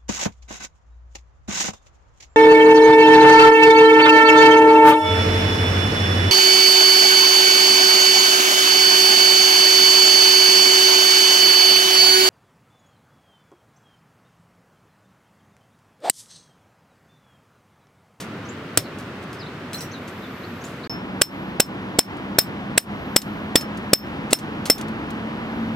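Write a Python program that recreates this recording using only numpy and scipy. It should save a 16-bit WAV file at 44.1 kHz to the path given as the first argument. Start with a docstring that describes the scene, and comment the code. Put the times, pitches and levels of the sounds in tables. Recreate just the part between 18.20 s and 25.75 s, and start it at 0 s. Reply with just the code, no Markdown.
"""Hammering tent pegs by a river

A steel hammer drives pegs into a pebble bank: one blow, a clink of spare pegs, then the sound breaks off and
the scene changes to a second peg, struck ten times. Each blow is a dull thump of sines, a crack of noise and a
ringing peg; a limiter ducks the background after it. Behind are river and distant traffic (coloured noise), a
far motor gaining speed (a rising sine), small birds (gliding whistles), thin insects (a narrow band of noise)
and shifting pebbles (tiny clicks). 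The same kind of clicks opens the scene as the tail of a blow struck just
before the start."""
import sys
import numpy as np
from scipy import signal
from scipy.fft import rfft, irfft, next_fast_len
from scipy.io import wavfile
from scipy.ndimage import uniform_filter1d, minimum_filter1d

SR = 44100
rng = np.random.default_rng(int(sys.argv[2]) if len(sys.argv) > 2 else 0)


def bounce(signal):
    """Save signal as a 16-bit WAV file at the path given by the first command-line argument."""
    frames = np.transpose(np.atleast_2d(signal))
    limited = np.clip(frames, -1, 1)
    pcm = np.round(limited * 32767).astype(np.int16)
    wavfile.write(sys.argv[1], SR, pcm)


N = 332955
TIME = np.arange(N) / SR
# the sound breaks off here and the scene changes to the second peg (s)
BREAK_START, BREAK_END = 2.675, 2.6965


def from_db(db):
    """Turn decibels into a gain."""
    return 10 ** (np.asarray(db) / 20)


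def rms_one(x):
    """Scale a sound to an rms (average strength) of 1."""
    return x / np.sqrt(np.mean(x ** 2) + 1e-20)


def in_time(rows):
    """Draw straight lines through a table whose first column is time; one curve per other column."""
    s, *columns = np.transpose(rows)
    return [np.interp(TIME, s, column) for column in columns]


def gain_at(points, hz):
    """Read a gain from a table of frequency and dB, with frequency on a log axis."""
    f, db = np.transpose(points)
    return from_db(np.interp(np.log(hz + 1), np.log(f), db))


def noise(spectrum, width):
    """Make stereo noise of rms 1 with a given colour; more side against mid sounds wider."""
    size = next_fast_len(N)
    hz = np.arange(size // 2 + 1) * SR / size
    mid, side = rfft(rng.standard_normal((2, size))) * gain_at(spectrum, hz)
    side = side * gain_at(width, hz)
    left_right = irfft(np.array([mid + side, mid - side]), size)
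    return rms_one(left_right[:, :N])


def even_width(side_db):
    """Give the same side-to-mid ratio at every frequency."""
    return [(1, side_db), (SR, side_db)]


def add(track, s, sound):
    """Mix a sound into a track from time s on."""
    at = max(round(s * SR), 0)
    track[..., at:at + sound.shape[-1]] += sound[..., :N - at]


def fade(t, t60):
    """Die away exponentially, losing 60 dB in t60 seconds."""
    return np.exp(-np.log(1000) * t / max(t60, 1e-4))


def ring(t, hz, db, t60):
    """One mode of a struck body: a sine that dies away."""
    return from_db(db) * np.sin(2 * np.pi * hz * t) * fade(t, t60)


def flutter(t, per_s):
    """A random wobble around zero, from random points joined by lines."""
    knots = np.arange(0, t[-1] + 1 / per_s, 1 / per_s)
    return np.interp(t, knots, rng.standard_normal(len(knots)))


def from_left(x, lag_us):
    """Sound from the left reaches the right microphone later; takes mono or stereo."""
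    left, right = np.broadcast_to(x, (2, N))
    spectrum = rfft(right, 2 * next_fast_len(N))
    hz = np.linspace(0, SR / 2, len(spectrum))
    delay = np.exp(-2j * np.pi * hz * lag_us / 10 ** 6)
    return np.array([left, irfft(spectrum * delay)[:N]])


def bank(x, wet_db, t60):
    """Stones, tent and grass throw back a short diffuse tail, different on each side."""
    t = TIME[:SR // 2]
    tail = rng.standard_normal((2, len(t))) * fade(t, t60) * (1 - fade(t, 0.043))
    tail /= np.sqrt(np.sum(tail ** 2, axis=1, keepdims=True))
    echo = signal.fftconvolve(np.atleast_2d(x), tail, axes=1)[:, :N]
    return x + from_db(wet_db) * echo


def rush():
    """River and far traffic blend into coloured noise; at the second peg it lies to the left and grows."""
    # colour at each peg: f/Hz, relative level per Hz/dB
    first_colour = [(15, -65), (25, -37.5), (38, -20), (64, -12.5), (97, 1.5), (249, 4), (818, -9.5),
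                    (1330, -7), (2990, -18.5), (4250, -25), (5880, -33), (6740, -36), (9320, -42),
                    (12900, -44.5), (16000, -46.5)]
    second_colour = [(15, -52), (25, -30), (59, -14.5), (161, -5.5), (206, -5), (317, -6), (394, -12.5),
                     (624, -16.5), (962, -15.5), (1700, -19.5), (3000, -27), (5000, -41), (8500, -57.5),
                     (16000, -60)]
    # stereo width at each peg: f/Hz, side-to-mid ratio/dB
    first_width = [(60, -19), (110, -33), (200, -27), (380, -20.5), (700, -9), (1290, -8), (2380, -1),
                   (4400, -2), (8120, -0.5), (15000, 0)]
    second_width = [(60, -13.5), (200, -17), (380, -14), (700, -3.5), (1400, -11), (3000, -5), (5000, -8),
                    (9000, 1.5)]
    first = from_db(-33) * noise(first_colour, first_width)
    second_db = -30.5 + 0.5 * (TIME - BREAK_END)  # grows by 0.5 dB per second
    second = from_db(second_db) * from_left(noise(second_colour, second_width), lag_us=181)
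    return np.where(TIME < BREAK_END, first, second)


def insects(floor_db=-78.5):
    """Insects in the grass make a thin, high band of noise that swells over a steady floor."""
    # colour of the buzz: f/Hz, relative level per Hz/dB
    band = [(9000, -34.5), (11500, -12), (12300, -1), (13300, -8.5), (15500, -26.5)]
    # swells on top of the floor: middle t/s, peak level/dB, length/s
    swell_rows = [(2.17, -61, 1.4), (3.15, -67, .6), (5.0, -64.5, .9), (5.8, -71.5, .5), (7.45, -70, .5)]
    level = from_db(floor_db)
    for middle, db, length in swell_rows:
        place = np.clip((TIME - middle) / length, -.5, .5)
        level = level + from_db(db) * np.cos(np.pi * place) ** 2
    return level * noise(band, even_width(-1.5))


def riverside():
    """The steady background: the rush with the insects on top."""
    return rush() + insects()


def motor(waver_db=3.0, waver_hz=1.2):
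    """Only the lowest exhaust note carries this far: a rising sine that wavers on the way."""
    # average level of the motor, before its waver: t/s, level/dB
    level_rows = [(2.7, -39.5), (5.3, -35.5), (6.2, -37.5), (7.1, -31), (7.55, -26)]
    start_hz, rise_hz_per_s = 188.3, 7.6  # firing rate and its even rise
    hz = start_hz + rise_hz_per_s * (TIME - BREAK_END)
    db, = in_time(level_rows)
    phase = 2 * np.pi * np.cumsum(hz + waver_hz * flutter(TIME, per_s=10)) / SR
    loudness = np.sqrt(2) * from_db(db + waver_db * flutter(TIME, per_s=8.5))  # sqrt(2): rms to peak
    return loudness * np.sin(phase) * (TIME > BREAK_END)


def whistles(notes, length_s, octaves):
    """One kind of bird note: a sine with an unsteady pitch that glides by some octaves."""
    out = np.zeros(N)
    size = max(int(length_s * SR), 8)
    for s, start_hz, db in notes:
        wobble = rms_one(uniform_filter1d(rng.standard_normal(SR // 4), size=60))[:size]
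        glide_hz = start_hz * 2 ** np.linspace(0, octaves, size)
        phase = 2 * np.pi * np.cumsum(glide_hz * (1 + 0.028 * wobble)) / SR
        add(out, s, from_db(db) * np.sin(phase) * signal.windows.tukey(size, .6))
    return out


def birds(wet_db=-4.5, echo_t60=0.13):
    """Small birds give short whistles that glide up or down, smeared by the bank."""
    # rising, then falling notes: t/s, start f/Hz, dry peak level/dB
    rising = [(.247, 5200, -49), (.284, 6020, -41), (1.257, 3400, -41), (1.577, 5000, -35),
              (1.71, 5320, -42.5), (2.232, 3640, -42), (2.408, 5400, -48), (2.439, 6100, -39.5),
              (2.632, 3730, -37.5)]
    falling = [(.628, 4900, -44), (1.183, 5600, -42), (1.202, 4520, -41), (1.726, 4530, -40),
               (2.023, 4150, -44)]
    notes = whistles(rising, 0.0225, 0.406) + whistles(falling, 0.047, -0.38)
    return bank(notes, wet_db, echo_t60)


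def bounces(knocks, count=5):
    """Turn each knock into a quick, uneven, dying run of touches: t/s, level/dB."""
    mean_gap_s, loss_db = 0.009, 7.5  # time between touches, loss at each
    for s, db in knocks:
        gaps = mean_gap_s * rng.uniform(.5, 1.5, count)
        yield from zip(s + np.cumsum(gaps) - gaps[0], db - loss_db * np.arange(count))


def spare_pegs(tick_db=1.0, detune=0.023, longest_t60=0.097):
    """Loose steel pegs touch, bounce and damp each other; the pitch differs a little at every touch."""
    # spare pegs knocking together: t/s, relative level/dB
    clinks = [(1.532, -28), (1.585, -44), (1.607, -29.5)]
    # modes of a peg before detuning and damping: f/Hz, relative level/dB, t60/s
    modes = [(4120, -9, 0.07), (4880, -27, 0.11), (5740, -8.5, 0.23), (7840, -9, 0.1), (8269, -17, 0.16),
             (8753, -30, 0.22), (10800, -12.5, 0.073), (12300, -23, 0.055), (13760, -11, 0.057)]
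    t, out = TIME[:SR // 2], np.zeros(N)
    for s, level in bounces(clinks):
        size = 1 + detune * rng.standard_normal()
        for hz, db, t60 in modes:
            mode_db = level + db + rng.normal(0, 7.3)  # each touch excites the modes differently
            add(out, s, ring(t, hz * size, mode_db, min(t60, longest_t60)))
        tick = rng.standard_normal(len(t)) * fade(t, 0.037)
        add(out, s, from_db(level + tick_db) * tick)
    return bank(from_left(out, lag_us=31), wet_db=-1.5, t60=0.15)


def pebbles(grains_per_s=1300, level_db=0.0):
    """Pebbles shift in dying clusters of tiny clicks; the tail of an earlier blow is made the same way."""
    # click clusters: t/s, relative level/dB, length/s (a third of the 60 dB decay);
    # the row at .002 s is the tail of a blow struck just before the start, the others are pebbles
    clusters = [(.002, -34, 0.053), (0.785, -43.5, 0.06), (1.129, -43.5, .045), (1.878, -41.5, .035),
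                (2.439, -45.5, 0.16), (5.0178, -19.2, 0.0085), (5.41, -26, 0.014), (5.573, -40.5, 0.016),
                (6.107, -33.5, .072), (6.188, -29.5, 0.02), (6.4554, -25.5, 0.036), (6.581, -32, 0.022),
                (6.612, -31, .012), (6.683, -42.5, .016), (6.904, -38.5, 0.015)]
    # six fainter shifts come by chance
    strays = [(s, -50, 0.015) for s in rng.uniform(0, TIME[-1], 6)]
    t, clicks = TIME[:SR // 4], np.zeros(N)
    for s, db, length in clusters + strays:
        hits = rng.random(len(t)) < grains_per_s / SR
        grains = rng.standard_normal(len(t)) * (0.36 + hits)
        add(clicks, s, from_db(db + level_db) * rms_one(grains) * fade(t, 3 * length))
    band = signal.butter(1, [2000, 8500], "band", fs=SR, output="sos")
    bright = signal.sosfilt(band, clicks)
    return bank(from_left(2 * bright, lag_us=24), wet_db=-15.5, t60=.12)


def blows():
    """List each blow with the effects of its ground and of earlier listed blows on the same peg."""
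    # hammer on peg: t/s, then relative thump level/dB, crack level/dB, ring level/dB, ring t60/s,
    # big stone level/dB, small stone f/Hz, small stone level/dB
    hits = [ (0.5738, -18.5, -10, -31, .1, -23, 3850, -26.5),
            (3.018, -22.5, -7.5, -19.5, .1, -20, 3240, -15.5),
            (3.402, -18.5, -8.5, -21.5, 0.092, -22.5, 3170, -19),
            (3.7904, -17, -8.5, -19.5, 0.097, -30, 3250, -18.5),
            (4.1873, -19, -7, -17, 0.088, -22, 4270, -17.5), (4.579, -23, -5, -28, .1, -20, 3950, -24.5),
            (4.9636, -19, -6.5, -17.5, 0.095, -31.5, 3400, -17.5),
            (5.357, -13.5, -9.5, -22, 0.13, -21, 3490, -13.5),
            (5.734, -13, -6.5, -16.5, 0.13, -22, 3130, -27), (6.131, -18, -6, -24, 0.11, -27, 2820, -17),
            (6.501, -12.5, -3, -12, 0.079, -16.5, 4400, -24.5)]
    # ground at each peg: lead of thump over crack/s and big stone f/Hz (both at the first blow),
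    # relative rumble level/dB, relative scatter level/dB
    sites = [(0.0004, 1350, -16.5, -18.5), (0.0036, 1586, -37, -21)]
    # every blow seats the peg more firmly: the thump comes closer, the big stone sounds higher
    lead_share_kept, stone_hz_per_blow = 0.92, 54.2
    first = [row for row in hits if row[0] < BREAK_START]
    second = [row for row in hits if row[0] > BREAK_END]
    for rows, (lead, big_hz, rumble, scatter) in zip((first, second), sites):
        for done, (s, thump, crack, low, t60, big, small_hz, small) in enumerate(rows):
            high = (crack + low) / 2 - 9  # the high mode follows the mean of crack and ring
            yield (s, lead * lead_share_kept ** done, thump, rumble,
                   big_hz + stone_hz_per_blow * done, big, small_hz, small,
                   crack, low, high, t60, scatter)


def ground(thump_hz=450, thump_t60=.009, thump_db=23, soil_hz=300, soil_t60=0.03, soil_db=10,
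           stone_t60=0.023, stone_db=15, rumble_t60=0.24, rumble_db=0.0):
    """The peg is shoved into the bank: a dull thump, two knocking stones and a low rumble."""
    # colour of the rumble: f/Hz, relative level per Hz/dB
    rumble_colour = [(50, -28.5), (110, 1.0), (240, -3.5), (600, -9.5), (1500, -41.5), (5000, -66.0)]
    t = TIME[:SR // 3]
    knocks, swell = np.zeros(N), np.zeros(N)
    for s, lead, thump, rumble, big_hz, big, small_hz, small, *_ in blows():
        push = ring(t, thump_hz, thump + thump_db, thump_t60)
        push = push + ring(t, soil_hz, thump + soil_db, soil_t60)
        add(knocks, s - lead, -push * (1 - fade(t, 0.0053)))  # soft start
        add(knocks, s - lead / 2, ring(t, big_hz, big + stone_db, stone_t60))
        add(knocks, s, ring(t, small_hz, small + stone_db, stone_t60))
        add(swell, s, from_db(rumble + rumble_db) * fade(t, rumble_t60))
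    low_cut = signal.butter(1, 90, "high", fs=SR, output="sos")
    knocks = signal.sosfilt(low_cut, knocks)
    return from_left(knocks, lag_us=15) + swell * noise(rumble_colour, even_width(-22.5))


def cracks(shove_db=-3, crack_db=11, contact_s=0.002, crack_t60=0.017,
           scatter_t60=0.12, scatter_db=6, grind_db=6.0):
    """Steel grinds unevenly on steel and stone for a moment, and the crack scatters off the pebbles."""
    # colours of the contact and of its scatter: f/Hz, relative level per Hz/dB
    contact_colour = [(300, -14.5), (700, -3.5), (1100, -11), (2000, -6.5), (4000, -4.5), (6400, -11),
                      (8000, 2.5), (9300, -3.5), (11500, -12), (15500, -8.5)]
    scatter_colour = [(120, -0.5), (500, 7), (1500, 7), (4000, 6.5), (6500, 2), (8500, -2), (11500, -3),
                      (13500, -2), (16000, -14.5)]
    t = TIME[:SR // 3]
    direct, scattered = np.zeros(N), np.zeros(N)
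    # quick rise; the fall only starts after contact_s
    contact = (1 - fade(t, 0.0057)) * fade(np.maximum(t - contact_s, 0), crack_t60)
    for s, lead, *_, crack, low, high, t60, scatter in blows():
        uneven = flutter(t, per_s=900)
        add(direct, s - lead, from_db(crack + shove_db) * fade(t, 0.019))
        add(direct, s, from_db(crack + crack_db + grind_db * uneven) * contact)
        add(scattered, s, from_db(scatter + scatter_db) * fade(t, scatter_t60))
    near = direct * from_left(noise(contact_colour, even_width(-9.0)), lag_us=23)
    return near + scattered * noise(scatter_colour, even_width(-4.0))


def peg(low_db=14.8, high_db=12, short_db=14, free_db=3, free_t60=0.03):
    """The peg rings strongly until the stones close on it; they make its high mode chatter."""
    # modes that the ground soon damps, before chance shifts: f/Hz, relative level/dB, t60/s
    short_modes = [(7920, -11.5, 0.024), (8060, -17.5, 0.018), (9180, -9.5, .026)]
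    low_hz, high_hz = 5329, 13825  # the two long bending modes
    # bending across the blow is a little higher and weaker, so that the ring beats
    cross_split_hz, cross_db = 28, -10.5
    t, out = TIME[:SR // 3], np.zeros(N)
    gripped = 1 + from_db(free_db) * fade(t, free_t60)
    for s, *_, crack, low, high, t60, scatter in blows():
        # the stones grip the peg differently at every blow
        chance = rng.standard_normal((len(short_modes), 2))
        chatter = 1 + .5 * flutter(t, per_s=250)
        cross_hz = low_hz + cross_split_hz * (1 + .5 * chance[2, 1])
        high_ring = ring(t, high_hz + 18 * chance[0, 1], high + high_db, .85 * t60)
        add(out, s, gripped * ring(t, low_hz + 6 * chance[1, 1], low + low_db, t60))
        add(out, s, -ring(t, cross_hz, low + low_db + cross_db, t60))
        add(out, s, gripped * chatter * high_ring)
        for (hz, db, short_t60), (louder, sharper) in zip(short_modes, chance):
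            mode_db = crack + db + short_db + 2 * louder
            add(out, s + 0.00089, ring(t, hz * (1 + 0.0089 * sharper), mode_db, short_t60))
    # the second scene opens on a dying ring
    dying_db, dying_t60 = -24.5, 0.2
    add(out, BREAK_END, ring(t, low_hz, dying_db, dying_t60))
    add(out, BREAK_END, ring(t, high_hz, dying_db - 19.5, dying_t60))
    return bank(from_left(out, lag_us=19), wet_db=-11, t60=0.1)


def hammer():
    """Each blow sounds the ground, the contact and the peg."""
    return ground() + cracks() + peg()


def scene():
    """Mix all sources; the sound breaks off where the scene changes from the first peg to the second."""
    sounding = (TIME < BREAK_START) | (TIME >= BREAK_END)
    background = riverside() + motor() + birds()
    return (background + spare_pegs() + pebbles() + hammer()) * sounding


def limiter(x, threshold_db=5.0, attack_s=0.0019, hold_s=0.032, release_db_per_s=170):
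    """Peaks pull the gain down; it is held briefly and then climbs back."""
    peak_db = 20 * np.log10(np.abs(x).max(axis=0) + 1e-9)
    over = np.maximum(peak_db - threshold_db, 0)
    half = int(hold_s * SR / 2)
    held = -minimum_filter1d(-over, 2 * half + 1, origin=half)  # largest excess of the last hold_s
    climb = release_db_per_s * TIME
    released = np.maximum.accumulate(held + climb) - climb
    r = np.exp(-1 / (attack_s * SR))
    reduction_db = signal.lfilter([1 - r], [1, -r], released)
    return x * from_db(-reduction_db)


def record(dry):
    """The limiter is too slow for the cracks, which overload into a soft ceiling; the top is cut."""
    overloaded = 0.85 * np.tanh(limiter(dry) / 0.94)
    top_cut = signal.ellip(10, .2, 70, 15900, fs=SR, output="sos")  # low-pass at 15900 Hz
    return signal.sosfilt(top_cut, overloaded)


dry = scene()
out = record(dry)
bounce(out)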